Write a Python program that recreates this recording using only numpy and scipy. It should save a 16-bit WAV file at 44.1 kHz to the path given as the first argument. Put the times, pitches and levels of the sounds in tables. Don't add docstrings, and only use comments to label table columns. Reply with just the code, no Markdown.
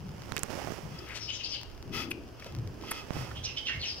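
import sys
import numpy as np
from scipy import signal
from scipy.fft import rfft, irfft
from scipy.io import wavfile

SR = 44100
rng = np.random.default_rng(int(sys.argv[2]) if len(sys.argv) > 2 else 0)


def pcm_store(signal):
    levels = np.round(np.clip(np.atleast_2d(signal), -1, 1) * 32767)
    wavfile.write(sys.argv[1], SR, levels.astype(np.int16).T)


N = 176400
T = np.arange(N) / SR


def from_db(db):
    return 10 ** (np.asarray(db) / 20)


def unit_power(x):
    return x / np.sqrt(np.mean(np.abs(x) ** 2) + 1e-20)


def pan(db):
    return unit_power(from_db(np.array([[db], [-db]]) / 2))


def colour(x, points):
    hz, db = np.transpose(points)
    f = np.maximum(np.fft.rfftfreq(N, 1 / SR), 1)
    gain = from_db(np.interp(np.log(f), np.log(hz), db))
    return unit_power(irfft(rfft(x) * gain, N))


def drift(hz, size):
    lowpass = signal.butter(2, hz, fs=SR, output="sos")
    return unit_power(signal.sosfilt(lowpass, rng.standard_normal(size + 4000))[4000:])


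def resonance(hz, width_hz, size):
    phase = 2 * np.pi * np.cumsum(hz * np.ones(size)) / SR
    return drift(width_hz / 2, size) * np.cos(phase) + drift(width_hz / 2, size) * np.sin(phase)


def grains(per_s, spread_db=4):
    impulses = (rng.random(N) < per_s / SR) * rng.choice([-1, 1], N)
    return impulses * from_db(spread_db * np.minimum(rng.exponential(1, N), 4))


def glide(first_hz, last_hz, length, wobble=0.0406):
    n = int(length * SR)
    hz = np.geomspace(first_hz, last_hz, n) * (1 + wobble * drift(hz=290, size=n))
    return hz, np.sqrt(2) * np.sin(2 * np.pi * np.cumsum(hz) / SR)


def sputter(size, depth_db=1.8):
    return unit_power(from_db(depth_db * drift(hz=160, size=size)))


def swell(attack, release):
    t = np.arange(-2 * attack, 2 * release, 1 / SR)
    return np.exp(-(t / np.where(t < 0, attack, release)) ** 2)


def add(out, start, x):
    i = int(start * SR)
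    x = x[:, max(-i, 0):max(N - i, 0)]
    out[:, max(i, 0):max(i, 0) + x.shape[1]] += x


def spread(mid, side, likeness):
    return np.sqrt((1 + likeness) / 2) * mid + np.sqrt((1 - likeness) / 2) * side * np.array([[1], [-1]])


def barn(x, room_db, t60_s=0.38, cut_hz=2700):
    t = T[:SR // 2]
    tail = rng.standard_normal((2, len(t))) * from_db(-60 * t / t60_s) * (t > .004)
    tail = signal.lfilter(*signal.butter(1, cut_hz, fs=SR), tail)
    tail = unit_power(tail) / np.sqrt(len(t))
    return x + from_db(room_db) * signal.fftconvolve(x, tail, axes=1)[:, :N]


# [f/Hz, level/dB]
ROOM_TONE = [(25, -11), (65, 4), (115, -1.5), (200, -7.5), (330, -6.5), (1500, -19.5), (2100, -25),
             (2900, -21), (3900, -34), (5000, -23.5), (8000, -40)]
def rumble():
    mid, side = colour(rng.standard_normal((2, N)), ROOM_TONE)
    hum = resonance(hz=113, width_hz=12.3, size=N)
    return from_db(-48.5) * spread(mid, side, likeness=0.46) + from_db(-58.5) * hum


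# [peak t/s, attack/s, release/s, f/Hz, level/dB, left minus right/dB]
BODY_BUMPS = [(0.059, 0.084, 0.18, 135.3, -42.5, 1.5), (1.67, 0.039, 0.32, 59.3, -46.5, -11),
              (1.971, .12, 0.059, 130.7, -43, 7), (2.0, .12, 0.23, 300.6, -40.5, 4),
              (2.58, 0.052, 0.16, 114.7, -36.5, 2), (2.6, .13, 0.26, 298.8, -48, -6),
              (2.87, .1, 0.13, 319.5, -46, -12), (3.18, 0.042, 0.07, 113.7, -35.5, 2),
              (3.36, 0.095, 0.17, 100.1, -43.5, 0.5), (3.78, 0.039, 0.035, 113.5, -39, 0)]
def bumps():
    out = np.zeros((2, N))
    for t, attack, release, hz, db, pan_db in BODY_BUMPS:
        shape = swell(attack, release)
        mid, side = (resonance(hz, width_hz=0.68 * hz, size=len(shape)) for _ in range(2))
        add(out, t - 2 * attack, pan(pan_db) * from_db(db) * shape * spread(mid, side, likeness=0.97))
    return out


# [t/s, level/dB]
BRUSH_LEVEL = [(0, -56.5), (.3, -42.5), (.492, -40.5), (.502, -34.5), (.72, -35.5), (.83, -43), (1.05, -50),
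               (1.3, -81), (2.8, -53), (3.1, -45.5), (3.17, -36), (3.27, -42), (3.5, -51)]
# [f/Hz, level/dB]
BRUSH_SPECTRUM = [(30, -11.5), (100, -1.5), (300, -2.5), (800, -6.5), (1500, -13), (3000, -17), (3900, -25),
                  (5400, -17.5), (8000, -29), (15000, -33.5)]
def brushing(rasp_top_hz=1000, flutter_db=3.5, left_leak_db=-25.5):
    slips = colour(grains(per_s=9000), BRUSH_SPECTRUM)
    low = signal.sosfiltfilt(signal.butter(2, rasp_top_hz, fs=SR, output="sos"), slips)
    hiss = slips - low
    rasp = low * unit_power(from_db(flutter_db * drift(hz=58, size=N)))
    level = from_db(np.interp(T, *np.transpose(BRUSH_LEVEL)))
    return unit_power(hiss + rasp) * level * from_db([[left_leak_db], [0]])


# [t/s, level/dB, f/Hz, ring time/ms, relative crack level/dB]
CASING_CLICKS = [(.3211, -10.5, 1340, 3.3, -8.5), (0.366, -12, 2670, 3.6, 3.5),
                 (0.3795, -19.5, 6500, 1.5, 4.5), (0.3929, -14, 7600, 1.4, -17),
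                 (0.4335, -5.5, 7600, 1.9, -11), (.434, -11, 1110, 3.2, -33), (0.5038, -16, 300, 6.5, -17),
                 (.673, -13.5, 500, 5.7, -25), (0.721, -16.5, 395, 7.5, -22), (3.1065, -4, 310, 1.96, -46),
                 (3.166, -15, 278, 6, -27)]
def clicks(thump_hz=138, left_leak_db=-38):
    out, t = np.zeros((2, N)), T[:SR // 20]

    def decay(ms):
        return from_db(-60 * 1000 * t / ms)

    for start, db, hz, ring_ms, crack_db in CASING_CLICKS:
        onset = 1 - decay(ms=500 / hz)
        ring = -np.cos(2 * np.pi * hz * t) * decay(ring_ms) * onset
        crack = from_db(crack_db) * drift(hz=6000, size=len(t)) * decay(ms=5.5) / 2
        thump_gain = from_db(-10.5) * min(1, 1500 / hz)
        thump = thump_gain * np.sin(2 * np.pi * thump_hz * t) * decay(ms=20)
        add(out, start, from_db(db) * (ring + crack + thump) * from_db([[left_leak_db], [0]]))
    return out


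# [t/s, left minus right/dB]
MUZZLE_PATH = [(.4, -3.5), (1.15, 9.5), (2.0, 6.5), (2.9, -2), (3.6, -6), (3.9, 5)]
def muzzle(t):
    return pan(np.interp(t, *np.transpose(MUZZLE_PATH)))


# [start t/s, length/s, first f/Hz, last f/Hz, level/dB]
THROAT_SOUNDS = [(.822, .085, 177, 114.5, -38), (.895, 0.072, 128, 165, -41), (0.979, .1, 374, 317.4, -47)]
def throat_sounds():
    out = np.zeros((2, N))
    for t, length, first_hz, last_hz, db in THROAT_SOUNDS:
        hz, tone = glide(first_hz, last_hz, length)
        n = len(hz)
        gurgle = unit_power(tone + resonance(hz, width_hz=92, size=n)) * sputter(n)
        add(out, t, muzzle(t) * from_db(db) * gurgle * np.sqrt(np.hanning(n)))
    return out


# [f/Hz, width/Hz, level/dB]
NOSE_RESONANCES = [(1289, 110, 9.5), (2030, 240, 4), (2590, 210, 9), (3047, 200, 5), (3344, 136, 8),
                   (847, 150, -4), (5070, 840, 2), (12200, 1900, -17.5)]
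# [f/Hz, level/dB]
BREATH_SPECTRUM = [(200, -48), (600, 1.5), (3000, -1), (6000, 2), (7500, -13)]
# [peak t/s, attack/s, release/s, level/dB]
NOSE_PUFFS = [(.97, 0.091, 0.51, -54), (1.95, 0.028, 0.075, -36.5), (1.999, 0.045, 0.07, -37.5),
              (2.46, 0.11, 0.089, -54), (2.901, 0.1, 0.066, -47.5), (2.981, 0.14, 0.061, -44),
              (3.2, 0.11, 0.14, -47.5)]
def puffs():
    nose = sum(from_db(db) * np.sqrt(width) * resonance(hz, width, N)
               for hz, width, db in NOSE_RESONANCES)
    air = unit_power(nose) + from_db(-4.5) * colour(rng.standard_normal((2, N)), BREATH_SPECTRUM)
    power = np.zeros((2, N))
    for t, attack, release, db in NOSE_PUFFS:
        envelope = muzzle(t) * from_db(db) * swell(attack, release) ** 2
        add(power, t - 2 * attack, envelope ** 2)
    return barn(air * np.sqrt(power), room_db=-13.5)


# [peak t/s, release/s, mouth resonance f/Hz, half-width/Hz, level/dB]
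LIP_SMACKS = [(.372, 0.0031, 2490, 704, -27.5), (.59, .07, 855, 140, -45.5), (1.115, .12, 2194, 640, -44.5),
              (.99, 0.01, 4950, 400, -45), (1.163, 0.042, 4200, 1870, -38.5),
              (2.115, 0.0079, 2695, 280, -30.5), (2.109, .016, 10800, 2210, -44),
              (2.425, 0.004, 1837, 700, -42), (2.466, 0.011, 547, 91, -37.5), (2.84, .0093, 888, 300, -42),
              (2.913, .011, 10130, 2010, -31.5), (2.917, 0.0071, 1399, 1200, -30.5),
              (3.313, .01, 1555, 500, -42.5), (3.449, .015, 7500, 1100, -51)]
def smacks():
    saliva = from_db(-62.5) * colour(grains(per_s=20), BREATH_SPECTRUM)
    out = np.array([saliva, saliva])
    for t, release, hz, half_width, db in LIP_SMACKS:
        attack = release / 2
        shape = swell(attack, release) ** 2
        n = len(shape)
        ring = resonance(hz, 2 * half_width, n)
        splash = from_db(-9) * drift(hz=5170, size=n)
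        add(out, t - 2 * attack, muzzle(t) * from_db(db) * shape * (ring + splash) * sputter(n))
    return barn(out, room_db=-17)


# [start t/s, length/s, first f/Hz, last f/Hz, level/dB]
TEAT_SQUEAKS = [(1.19, 0.097, 5460, 5030, -40), (1.274, 0.05, 3120, 2824, -35.5),
                (1.318, 0.049, 3046, 3460, -41.5), (1.31, 0.068, 6780, 6100, -44.5),
                (1.333, 0.059, 5470, 5100, -42.5), (1.386, 0.039, 3060, 2784, -39),
                (1.427, 0.056, 4666, 5135, -35), (1.436, 0.053, 3000, 3410, -44.5),
                (1.481, .095, 5800, 4197, -37), (1.517, 0.059, 3132, 2775, -37.5),
                (3.345, 0.057, 2900, 3430, -44.5), (3.431, .026, 3174, 4750, -42.5),
                (3.436, .04, 6150, 5120, -33.5), (3.435, 0.093, 2970, 2633, -42.5),
                (3.563, .0306, 3206, 2887, -32.5), (3.559, 0.046, 5730, 4980, -43.5),
                (3.651, 0.064, 3200, 2594, -32), (3.679, 0.037, 2088, 1690, -37.5),
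                (3.716, .06, 2350, 1997, -43.5), (3.791, 0.052, 4330, 4120, -39),
                (3.818, .06, 3393, 2534, -35), (3.842, 0.1, 5770, 4550, -35),
                (3.927, 0.21, 5340, 4410, -43.5)]
def squeaks(mouth_band_hz=(2460, 5960)):
    out = np.zeros((2, N))
    mouth = signal.butter(4, mouth_band_hz, "band", fs=SR, output="sos")
    for t, length, first_hz, last_hz, db in TEAT_SQUEAKS:
        hz, tone = glide(first_hz, last_hz, length)
        n = len(hz)
        hiss = from_db(-2.5) * resonance(hz, width_hz=870, size=n)
        rush = from_db(-6) * unit_power(signal.sosfilt(mouth, rng.standard_normal(n)))
        squeak = unit_power(tone + hiss + rush) * sputter(n)
        add(out, t, muzzle(t) * from_db(db) * squeak * np.sqrt(np.hanning(n)))
    return barn(out, room_db=-5)


def scene(port_lag_ms=0.074):
    left, right = squeaks() + puffs() + smacks() + throat_sounds() + bumps()
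    late_right = np.interp(T - port_lag_ms / 1000, T, right)
    return np.array([left, late_right]) + brushing() + clicks() + rumble()


def record(dry, cutoff_hz=15700):
    return signal.sosfilt(signal.ellip(10, .1, 80, cutoff_hz, fs=SR, output="sos"), dry)


dry = scene()
out = record(dry)
pcm_store(out)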